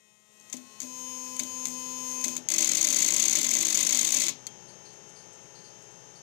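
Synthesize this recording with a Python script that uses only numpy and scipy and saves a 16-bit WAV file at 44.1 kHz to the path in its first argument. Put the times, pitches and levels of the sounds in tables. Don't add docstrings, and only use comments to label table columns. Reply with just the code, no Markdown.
import sys
import numpy as np
from scipy import signal
from scipy.fft import rfft, irfft
from scipy.io import wavfile
from scipy.ndimage import uniform_filter1d

SR = 44100
rng = np.random.default_rng(int(sys.argv[2]) if len(sys.argv) > 2 else 0)


def bounce(signal):
    frames = np.transpose(np.atleast_2d(signal))
    limited = np.clip(frames, -1, 1)
    pcm = np.round(limited * 32767).astype(np.int16)
    wavfile.write(sys.argv[1], SR, pcm)


N = 274600

# time_s, level_db
FADE = [(0, -18), (.25, -16.5), (.5, -8), (1.0, -3.5), (1.5, -1), (2.0, 0), (2.5, 3), (6.3, 0.5)]

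# start_s, level_db
STEPS = [(2.4872, -14), (2.5025, -15), (2.5165, -20), (2.519, -17), (2.5213, -17), (2.5382, -16),
         (2.5407, -12), (2.5463, -19), (2.5644, -18), (2.5819, -19), (2.5833, -12), (2.5852, -11),
         (2.5889, -22), (2.5915, -21), (2.6051, -20), (2.6069, -18), (2.6096, -19), (2.6214, -18),
         (2.6242, -18), (2.6263, -18), (2.6279, -20), (2.6301, -23), (2.6453, -13), (2.6501, -23),
         (2.6581, -18), (2.6715, -19), (2.674, -15), (2.6763, -15), (2.6906, -15), (2.6946, -14),
         (2.6971, -20), (2.7159, -14), (2.7184, -12), (2.7349, -17), (2.7483, -21), (2.751, -16),
         (2.754, -14), (2.7711, -14), (2.7734, -16), (2.7765, -24), (2.7786, -20), (2.7815, -22),
         (2.7836, -24), (2.7886, -20), (2.7918, -23), (2.8118, -12), (2.8154, -15), (2.8285, -12),
         (2.8432, -18), (2.8457, -14), (2.848, -14), (2.8514, -20), (2.8706, -13), (2.8746, -13),
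         (2.8775, -24), (2.8872, -13), (2.9014, -20), (2.9036, -15), (2.9062, -16), (2.9078, -21),
         (2.9143, -20), (2.9273, -12), (2.9298, -17), (2.932, -19), (2.9357, -22), (2.9454, -14),
         (2.9605, -18), (2.9635, -14), (2.9668, -14), (2.9691, -22), (2.9712, -22), (2.9863, -13),
         (2.9901, -14), (2.9941, -22), (3.0005, -22), (3.0044, -15), (3.0068, -19), (3.0193, -19),
         (3.0218, -13), (3.0233, -16), (3.0255, -14), (3.0281, -21), (3.0295, -23), (3.045, -15),
         (3.0486, -14), (3.0627, -14), (3.0661, -21), (3.0787, -17), (3.0818, -15), (3.0851, -14),
         (3.0866, -23), (3.0884, -19), (3.1048, -13), (3.1081, -15), (3.123, -14), (3.1378, -17),
         (3.1404, -14), (3.1427, -16), (3.1464, -20), (3.163, -14), (3.1653, -16), (3.1669, -14),
         (3.171, -23), (3.1827, -17), (3.1954, -21), (3.198, -15), (3.1995, -16), (3.2017, -17),
         (3.2036, -23), (3.206, -22), (3.223, -14), (3.227, -11), (3.2394, -14), (3.2534, -19),
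         (3.2559, -15), (3.2581, -15), (3.2601, -21), (3.2797, -15), (3.2829, -12), (3.2968, -14),
         (3.3093, -18), (3.3116, -18), (3.3145, -15), (3.3276, -16), (3.3303, -17), (3.3327, -14),
         (3.335, -22), (3.3534, -12), (3.3558, -15), (3.3573, -15), (3.3588, -23), (3.3679, -22),
         (3.3718, -16), (3.385, -19), (3.3876, -13), (3.3915, -19), (3.3967, -24), (3.4121, -15),
         (3.416, -14), (3.4307, -14), (3.4438, -18), (3.4461, -16), (3.448, -17), (3.4521, -23),
         (3.4669, -14), (3.471, -24), (3.487, -21), (3.491, -15), (3.5072, -18), (3.5102, -20),
         (3.5117, -17), (3.5141, -12), (3.5355, -15), (3.5394, -13), (3.5434, -24), (3.5521, -13),
         (3.5649, -20), (3.5676, -18), (3.5695, -14), (3.586, -17), (3.5893, -15), (3.6057, -20),
         (3.6081, -22), (3.6105, -14), (3.6139, -22), (3.6244, -18), (3.6272, -16), (3.6292, -15),
         (3.6502, -15), (3.6539, -13), (3.6686, -13), (3.6817, -20), (3.6837, -19), (3.6859, -16),
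         (3.7031, -16), (3.7054, -16), (3.7095, -23), (3.7113, -23), (3.7245, -21), (3.7271, -16),
         (3.7287, -15), (3.7449, -17), (3.7476, -15), (3.7497, -15), (3.752, -13), (3.7557, -20),
         (3.7576, -24), (3.7736, -13), (3.7767, -16), (3.7794, -23), (3.7894, -20), (3.7914, -15),
         (3.8052, -19), (3.8076, -16), (3.8093, -13), (3.8138, -22), (3.8287, -16), (3.8311, -13),
         (3.8339, -19), (3.8504, -18), (3.8646, -20), (3.8672, -15), (3.8692, -16), (3.8709, -17),
         (3.8728, -20), (3.8916, -15), (3.894, -18), (3.8959, -19), (3.8983, -24), (3.9083, -15),
         (3.923, -20), (3.9253, -16), (3.9274, -14), (3.9288, -14), (3.931, -20), (3.9468, -17),
         (3.9482, -15), (3.9521, -21), (3.9678, -23), (3.9732, -14), (3.9876, -20), (3.9892, -19),
         (3.9913, -16), (3.9933, -15), (3.998, -24), (4.0112, -15), (4.0141, -13), (4.0181, -22),
         (4.0305, -15), (4.0461, -18), (4.0487, -16), (4.0508, -14), (4.0716, -16), (4.0743, -15),
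         (4.0763, -21), (4.0893, -16), (4.1046, -22), (4.1069, -16), (4.1201, -17), (4.1224, -15),
         (4.1244, -15), (4.1261, -16), (4.1407, -18), (4.1437, -14), (4.1458, -14), (4.1476, -16),
         (4.1498, -20), (4.168, -13), (4.1708, -16), (4.1857, -16), (4.1986, -21), (4.2009, -20),
         (4.2026, -18), (4.2047, -17), (4.2067, -23), (4.2167, -20), (4.2193, -13), (4.2215, -16),
         (4.2372, -17), (4.2396, -16), (4.2655, -21), (4.2671, -15), (4.2833, -14), (4.2892, -23),
         (4.2918, -21), (4.2937, -22)]
STEP_THUD_DB = -32
STEP_FRAME_DB, STEP_FRAME_SLOPE = -33, .48
LOOSE_COUNT, LOOSE_DB, LOOSE_SPREAD_DB = 320, -29, 2.5

# start_s, level_db, thud_db (re level)
RELAY_BLOWS = [(.4005, -46, -30), (.4996, -35, -34), (.5276, -25, -22), (.5686, -32, -26), (.803, -22, -36),
               (.8183, -28, -23), (.8276, -30, -24), (1.3656, -24, -42), (1.3937, -17, -29),
               (1.4345, -26, -26), (1.6548, -16, -34), (1.6703, -24, -30), (2.1154, -29, -40),
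               (2.2133, -26, -40), (2.2413, -15, -31), (2.2816, -20, -29), (2.3662, -18, -40),
               (2.436, -46, -35), (4.468, -23, -48)]
# start_s, level_db
CONTACT_CLICKS = [(.398, -48), (.4108, -48), (.5026, -42), (.53, -27), (.5316, -26), (.5345, -35),
                  (.5393, -34), (.5432, -38), (.5472, -39), (.5721, -38), (.5761, -42), (.8045, -28),
                  (.8091, -36), (.8165, -29), (.8233, -32), (.8316, -32), (.837, -36), (1.3961, -17),
                  (1.3986, -23), (1.4025, -28), (1.4054, -29), (1.4362, -27), (1.6562, -24), (1.6625, -30),
                  (1.6837, -29), (2.2437, -14), (2.2463, -19), (2.2503, -27), (2.2534, -28), (2.2565, -28),
                  (2.2589, -27), (2.2836, -25), (2.2874, -27), (2.3539, -30), (2.3685, -23), (2.3741, -29),
                  (2.3788, -28), (4.4714, -29), (4.4743, -38)]
RELAY_FRAME_DB, CLICK_FRAME_DB, CLICK_THUD_DB = -21, -16, -33
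BOOM_HZ, BOOM_DB, BOOM_T60_S = 250, 5, .4
RELEASE_S = 4.4685
# mode_hz, level_db, t60_s
SPRING_MODES = [(3190, -52, 0.3), (4410, -34, 0.025)]

# mode_hz, level_db, t60_s
PART_MODES = [(5800, -14, .008), (6200, -2.5, .011), (6500, .5, .013), (6850, -1.5, .011), (7250, -6, .010),
              (7700, -6, .008), (8450, -14, .008), (9600, -13, .007), (10700, -14, .006),
              (12300, -16, .006), (14800, -13, .006)]
# mode_hz, level_db, t60_s
FRAME_MODES = [(1398, -17, 0.024), (2050, -4, 0.04), (2270, -1.5, 0.021), (2556, -9, 0.058),
               (3160, -8.5, 0.033), (3565, 0.5, 0.014), (4060, -4, .015), (4594, 5, 0.012)]
# mode_hz, level_db, t60_s
PANEL_MODES = [(160, -11.5, 0.16), (199, -9, 0.098), (247.4, -8, 0.33), (292, -8, 0.16), (332, -7, 0.33),
               (482, -11.5, 0.13), (599, -6, 0.15), (788, -10, 0.089), (1034, -6.5, 0.082)]
# freq_hz, density_db
BRIGHT = [(2650, -57), (4500, -18), (5260, -40), (6290, -4), (6640, -1), (7210, -11), (7770, -8),
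          (8900, -17.5), (9860, -16), (13700, -26), (15100, -14.5), (15900, -14.5), (16400, -41)]
# freq_hz, density_db
BODY = [(650, -52), (1100, -3.5), (1230, -13.5), (1340, -10.5), (1760, -11), (2130, -0.5), (2800, -0.5),
        (3550, 4), (5230, 0), (5600, 5), (7280, 3), (12300, -120)]

# start_s, stop_s, hum_db, buzz_db, noise_db (re buzz)
IDLE_REED = (-.1, .53, -58, -50.5, -7)
SEATED_REED = (.52, .8, -56, -52, -6)
LOADED_REED = (.81, 2.335, -46, -40, -12)
# order, level_db
IDLE_ORDERS = [(1, -0.8), (2, -12.0), (3, -4.9), (4, -11.7), (5, -4.4), (6, -10.8), (7, -23.8), (8, -18.5),
               (9, -2.3), (10, -3.6), (11, -16.3), (12, 0.0), (13, -11.3), (14, -8.1), (15, -2.2),
               (16, -18.0), (17, -7.1), (18, -11.4), (19, -11.3), (20, -12.1), (21, -14.5), (22, -13.7),
               (23, -19.5), (24, -16.3), (25, -19.9), (26, -4.4), (27, -13.9), (28, -15.8), (29, -7.6),
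               (30, -5.4), (31, -5.2), (32, -2.3), (33, -0.8), (34, -5.6), (35, -6.5), (36, -2.5),
               (37, -25.1), (40, -11.2), (41, -4.9), (42, -11.7), (43, -18.5), (44, -9.6), (45, -10.7),
               (46, -10.4), (48, -24.7), (49, -24.9), (54, -23.2), (56, -24.9), (58, -25.9), (60, -18.2),
               (61, -20.7), (62, -23.7), (63, -17.3), (64, -25.0)]
SEATED_ORDERS = [(1, -3), (2, -11), (3, -15), (4, -14), (5, 1), (6, -18), (7, -21), (8, -20), (9, -13),
                 (10, -13), (11, -18), (12, -4), (13, -19), (14, -8), (15, -15), (16, -20), (17, -12),
                 (18, -20), (19, -11), (20, -7), (21, -15), (22, -15), (23, -23), (24, -18), (25, -12),
                 (26, -10), (27, -13), (28, -12), (29, -13), (30, -10), (31, -4), (32, -11), (33, -11),
                 (34, -13), (35, -17), (36, -17), (37, -22), (38, -24), (39, -15), (40, -14), (41, -17),
                 (42, -14), (43, -20), (44, -14), (45, -18), (46, -22)]
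LOADED_ORDERS = [(1, -4.6), (2, -12.2), (3, -30.9), (4, -3.7), (5, -32.7), (7, -31.9), (8, -22.0),
                 (9, -24.8), (10, -14), (11, -25.0), (12, -13.9), (13, -28.6), (14, -19.3), (15, -29.5),
                 (16, -22.4), (17, -19.3), (18, -26.2), (19, -19.1), (20, -15), (21, -17.5), (22, -15.5),
                 (23, -14.2), (24, -13.5), (25, 0.0), (26, -3), (27, -5.5), (28, -13), (29, -18.1),
                 (30, -22.9), (31, -30.8), (32, -32.9), (33, -25.8), (34, -32.9), (35, -19), (36, -18),
                 (37, -27.4), (38, -29.4), (39, -32.8), (40, -34.1), (41, -36.1), (42, -28.3), (43, -29.2),
                 (48, -31.1), (49, -35.8), (50, -29.8), (51, -24.3), (52, -30.7), (53, -32.0), (54, -29.0),
                 (56, -30.6), (59, -35.0), (60, -36.5)]
# time_s, pitch_hz
IDLE_PITCH = [(0, 211.8), (.18, 211.3), (.32, 212), (.5, 211.3), (.6, 214), (.84, 213.3)]
LOADED_PITCH = [(.84, 254.3), (1.1, 255.0), (1.35, 254.7), (1.47, 255.75), (1.65, 254.9), (2.19, 254.85),
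                (2.31, 255.5)]
# freq_hz, density_db
CHATTER = [(710, -70), (1200, -21), (2400, -20.5), (2480, -8.5), (2710, -20), (3050, -18.5), (4550, -18),
           (6580, -4), (8000, -10.5), (11700, -20.5), (13500, -12), (15500, -22), (16000, -31)]
# centre_s, width_s, extra_noise_db
RASPS = [(1.0, .03, 4), (1.27, .03, 4), (1.7, .04, 3), (2.1, .05, 4)]
CHATTER_DEPTH = .19
REED_RISE_DB_PER_S, REED_FALL_DB_PER_S = 900, 250
WAVER_DB, WAVER_S = 2.3, .1
SMEAR_RAD = .3
TURN_HZ, TURN_RAD = 6250, 2.2
JOLT_REF_DB, JOLT_RISE_S, JOLT_T60_S = -14, .03, .25
HUM_DIP_DB, BUZZ_DIP_DB, CHATTER_GAIN_DB = 10, 3.5, 4

MAINS_HZ = 60.012
# order, rms_db
MAINS_ORDERS = [(2, -71), (3, -76.5), (6, -74.5), (7, -70), (8, -72), (9, -71.5), (11, -80.5), (13, -78),
                (14, -69), (15, -80), (16, -76), (17, -79.5), (21, -80.5), (23, -76.5), (30, -75),
                (45, -75.5), (51, -74.5), (52, -75.5), (98, -105), (99, -77), (103, -91), (104, -74),
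                (105, -77), (107, -62.5), (108, -72), (109, -68), (110, -81), (111, -79), (113, -81)]
FAINT_ORDERS_DB = -61
# freq_hz, density_db
ROOM = [(15, -42), (25, -9), (70, -9), (161, 4), (285, -9.5), (354, -2), (840, -8), (1100, -12),
        (3160, -16), (4370, -22), (6380, -9.5), (7510, -24.5), (16000, -55.5)]
ROOM_DB = -58.5
# start_s, length_s, pitch_hz, level_db, octave_db (re level)
CHIRPS = [(4.68, 0.055, 4580, -60.5, -6), (4.853, 0.071, 4400, -57.5, -12), (5.163, 0.07, 4600, -60, -7),
          (5.552, 0.068, 4450, -58, -14), (5.643, .06, 4600, -59.5, -9), (6.155, 0.048, 4570, -62, -7)]
# start_s, level_db
FAR_TICKS = [(4.93, -57), (5.09, -56), (5.33, -55), (5.43, -59), (5.82, -55), (5.91, -60), (6.1, -65)]

LEFT_GAIN = 2
# freq_hz, loss_db
SHUT_PORT = [(60, 1), (200, 30), (700, 29.5), (1500, 24.5), (2200, 30.5), (4200, 28.5), (5500, 32),
             (6300, 51.5), (7500, 36), (9300, 25.5), (14000, 22.5), (15500, 30)]
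SEEP_T60_S = .15
HISS_DB = np.array([[-73.5], [-75.0]])
STOPBAND_HZ = 16600


def amp(db):
    return 10 ** (np.asarray(db) / 20)


def rms_one(x):
    return x / np.sqrt(np.mean(x ** 2) + 1e-20)


def in_time(rows):
    time_s, *columns = np.transpose(rows)
    return [np.interp(np.arange(N) / SR, time_s, c) for c in columns]


def butter(x, order, hz, kind="low"):
    return signal.sosfilt(signal.butter(order, hz, kind, fs=SR, output="sos"), x)


def colour(x, points):
    hz, db = np.transpose(points)
    grid_hz = np.maximum(np.fft.rfftfreq(4096, 1 / SR), 1)
    log_gain = np.interp(np.log(grid_hz), np.log(hz), db) * np.log(10) / 20
    cepstrum = irfft(log_gain)
    cepstrum[1:2048] *= 2
    cepstrum[2049:] = 0
    impulse = irfft(np.exp(rfft(cepstrum)))
    return signal.fftconvolve(x, impulse)[:N]


def decay(clicks, t60_s):
    return signal.lfilter([1], [1, -amp(-60 / (t60_s * SR))], clicks + 1e-18)


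def train(times_s, db, sign=1):
    clicks = np.zeros(N)
    np.add.at(clicks, (np.asarray(times_s) * SR).astype(int), sign * amp(db))
    return clicks


def step_contacts():
    s, db = np.transpose(STEPS)
    loose_s = rng.uniform(s[0], s[-1], size=LOOSE_COUNT)
    loose_db = LOOSE_DB + LOOSE_SPREAD_DB * rng.standard_normal(LOOSE_COUNT)
    s, db = np.append(s, loose_s), np.append(db, loose_db)
    frame_db = STEP_FRAME_DB + STEP_FRAME_SLOPE * (db + 15) - db
    return s, db, np.minimum(frame_db, -13)


def relay_contacts():
    main_blows = [(s, db, RELAY_FRAME_DB, thud_db) for s, db, thud_db in RELAY_BLOWS]
    clicks = [(s, db, CLICK_FRAME_DB, CLICK_THUD_DB) for s, db in CONTACT_CLICKS]
    return np.transpose(main_blows + clicks)


def strike(s, db, modes, spread_db, reach_s):
    out = 0
    for hz, level_db, t60_s in modes:
        arrival_s = s + reach_s * rng.random(len(s))
        push_db = db + level_db + spread_db * rng.standard_normal(len(s))
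        push = train(arrival_s, push_db, rng.choice([-1, 1], len(s)))
        r, w = amp(-60 / (t60_s * SR)), 2 * np.pi * hz / SR
        out = out + signal.lfilter([0, np.sin(w)], [1, -2 * r * np.cos(w), r * r], push + 1e-18)
    return out


def burst(times_s, db, spectrum, crack_s, tail_s, tail_db):
    clicks = train(times_s, db)
    envelope = decay(clicks, crack_s) + amp(tail_db) * decay(clicks, tail_s)
    unit = np.std(colour(rng.standard_normal(N), spectrum))
    return colour(envelope * rng.standard_normal(N), spectrum) / unit


def blows(s, db, frame_db, thud_db):
    parts = strike(s - .0004, db - 6, PART_MODES, spread_db=1.5, reach_s=.0008)
    frame = strike(s, db + frame_db - 6.5, FRAME_MODES, spread_db=3.0, reach_s=.003)
    small = butter(parts + frame, 2, 1300, "high")
    panels = strike(s + .008, db + thud_db, PANEL_MODES, spread_db=1.5, reach_s=.012)
    thud = butter(uniform_filter1d(panels, size=15), 6, 135, "high")
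    bright = amp(-19.5) * burst(s, db, BRIGHT, crack_s=.016, tail_s=.12, tail_db=-14)
    body = amp(-18.0) * burst(s, db + frame_db, BODY, crack_s=.016, tail_s=.21, tail_db=-2.5)
    return small + thud + bright + body


def boom():
    s, db, thud_db = np.transpose(RELAY_BLOWS)
    return strike(s + .014, db + thud_db, [(BOOM_HZ, BOOM_DB, BOOM_T60_S)], spread_db=0, reach_s=0)


def release():
    return strike(np.array([RELEASE_S]), 0, SPRING_MODES, spread_db=0, reach_s=0)


def jolt():
    s, db, *_ = relay_contacts()
    blow = train(s, db - JOLT_REF_DB) / amp(in_time(FADE)[0])
    return np.clip(decay(blow, JOLT_T60_S) - decay(blow, JOLT_RISE_S), 0, 1)


def reed(state, orders, pitch, jitter_rad):
    start_s, stop_s, hum_db, buzz_db, noise_db = state
    t, upset = np.arange(N) / SR, jolt()
    live = (t > start_s) & (t < stop_s + .15)
    rise_db = np.minimum(REED_RISE_DB_PER_S * (t - start_s) - 30, 0)
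    fall_db = REED_FALL_DB_PER_S * np.maximum(t - stop_s, 0)
    swing_db = in_time(FADE)[0] + rise_db - fall_db

    wobble = rms_one(uniform_filter1d(rng.standard_normal(N), size=900))
    hz, = in_time(pitch)
    phase = (2 * np.pi * np.cumsum(hz) / SR + jitter_rad * wobble)[live]
    hum = sum(amp(db) * np.cos(k * phase) for k, db in orders if k <= 5)

    knots_s = np.arange(30) * WAVER_S + start_s
    buzz = 0
    for k, db in orders:
        if k > 5:
            knot_gains = amp(db + WAVER_DB * rng.standard_normal(len(knots_s)))
            lag_rad = SMEAR_RAD * k ** 2 - TURN_RAD * (k * hz.mean() > TURN_HZ)
            buzz = buzz + np.interp(t[live], knots_s, knot_gains) * np.cos(k * phase - lag_rad)

    gate = 1 + CHATTER_DEPTH * np.cos(phase)
    noise = gate * rms_one(colour(rng.standard_normal(N), CHATTER))[live]
    rasp_db = sum(db * np.exp(-((t - s) / width_s) ** 2) for s, width_s, db in RASPS)

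    hum_gain = amp(hum_db + swing_db - HUM_DIP_DB * upset)[live]
    buzz_gain = amp(buzz_db + swing_db - BUZZ_DIP_DB * upset)[live]
    noise_gain = amp(buzz_db + swing_db + noise_db + rasp_db + CHATTER_GAIN_DB * upset)[live]
    out = np.zeros(N)
    out[live] = hum_gain * rms_one(hum) + buzz_gain * rms_one(buzz) + noise_gain * noise
    return out


def transformers():
    phase = 2 * np.pi * MAINS_HZ * np.arange(N) / SR
    loud = sum(amp(db) * np.sqrt(2) * np.sin(k * phase + 2 * np.pi * rng.random())
               for k, db in MAINS_ORDERS)
    one_cycle = rng.standard_normal(735)
    cycle_index = (phase / (2 * np.pi) % 1 * len(one_cycle)).astype(int)
    faint = np.diff(one_cycle[cycle_index], prepend=0)
    return loud + amp(FAINT_ORDERS_DB) * rms_one(colour(faint, ROOM))


def fans():
    return amp(ROOM_DB) * rms_one(colour(rng.standard_normal(N), ROOM))


def chirps():
    out, t = np.zeros(N), np.arange(N) / SR
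    for s, length_s, hz, db, octave_db in CHIRPS:
        envelope = (t > s) * np.exp(-(np.maximum(t - s, 0) / length_s) ** 2)
        for k, level_db in ((1, db), (2, db + octave_db)):
            band = butter(rng.standard_normal(N), 2, [k * (hz - 280), k * (hz + 280)], "band")
            out += amp(level_db) * envelope * rms_one(band)
    return out


def far_ticks():
    ticks = burst(*np.transpose(FAR_TICKS), BRIGHT, crack_s=.12, tail_s=.25, tail_db=-16)
    return butter(ticks, 2, 9500)


def seep(x):
    paths = rng.standard_normal(6000) * amp(-60 * np.arange(6000) / SR / SEEP_T60_S)
    paths = butter(paths / np.linalg.norm(paths), 2, 600, "high")
    return signal.fftconvolve(x, paths)[:N] + butter(x, 2, 600)


def scene():
    near = blows(*step_contacts(), STEP_THUD_DB) + blows(*relay_contacts()) + boom() + release()
    near += reed(IDLE_REED, IDLE_ORDERS, IDLE_PITCH, jitter_rad=.005)
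    near += reed(SEATED_REED, SEATED_ORDERS, IDLE_PITCH, jitter_rad=.005)
    near += reed(LOADED_REED, LOADED_ORDERS, LOADED_PITCH, jitter_rad=.005)
    room = amp(in_time(FADE)[0]) * (transformers() + fans())
    left = LEFT_GAIN * (near + room + chirps() + far_ticks())
    right = colour(seep(left), [(hz, -loss_db) for hz, loss_db in SHUT_PORT])
    return np.array([left, right])


def record(dry):
    heard = butter(dry, 4, 105, "high")
    fade_db = in_time(FADE)[0]
    hiss = amp(HISS_DB + fade_db) * rng.standard_normal(dry.shape)
    low_noise = signal.lfilter([.02], [1, -.98], rng.standard_normal(dry.shape))
    rumble = amp(-54 + fade_db) * low_noise
    top_cut = signal.cheby2(12, 80, STOPBAND_HZ, fs=SR, output="sos")
    return signal.sosfilt(top_cut, .5 * np.tanh(heard / .5) + hiss + rumble)


dry = scene()
out = record(dry)
bounce(out)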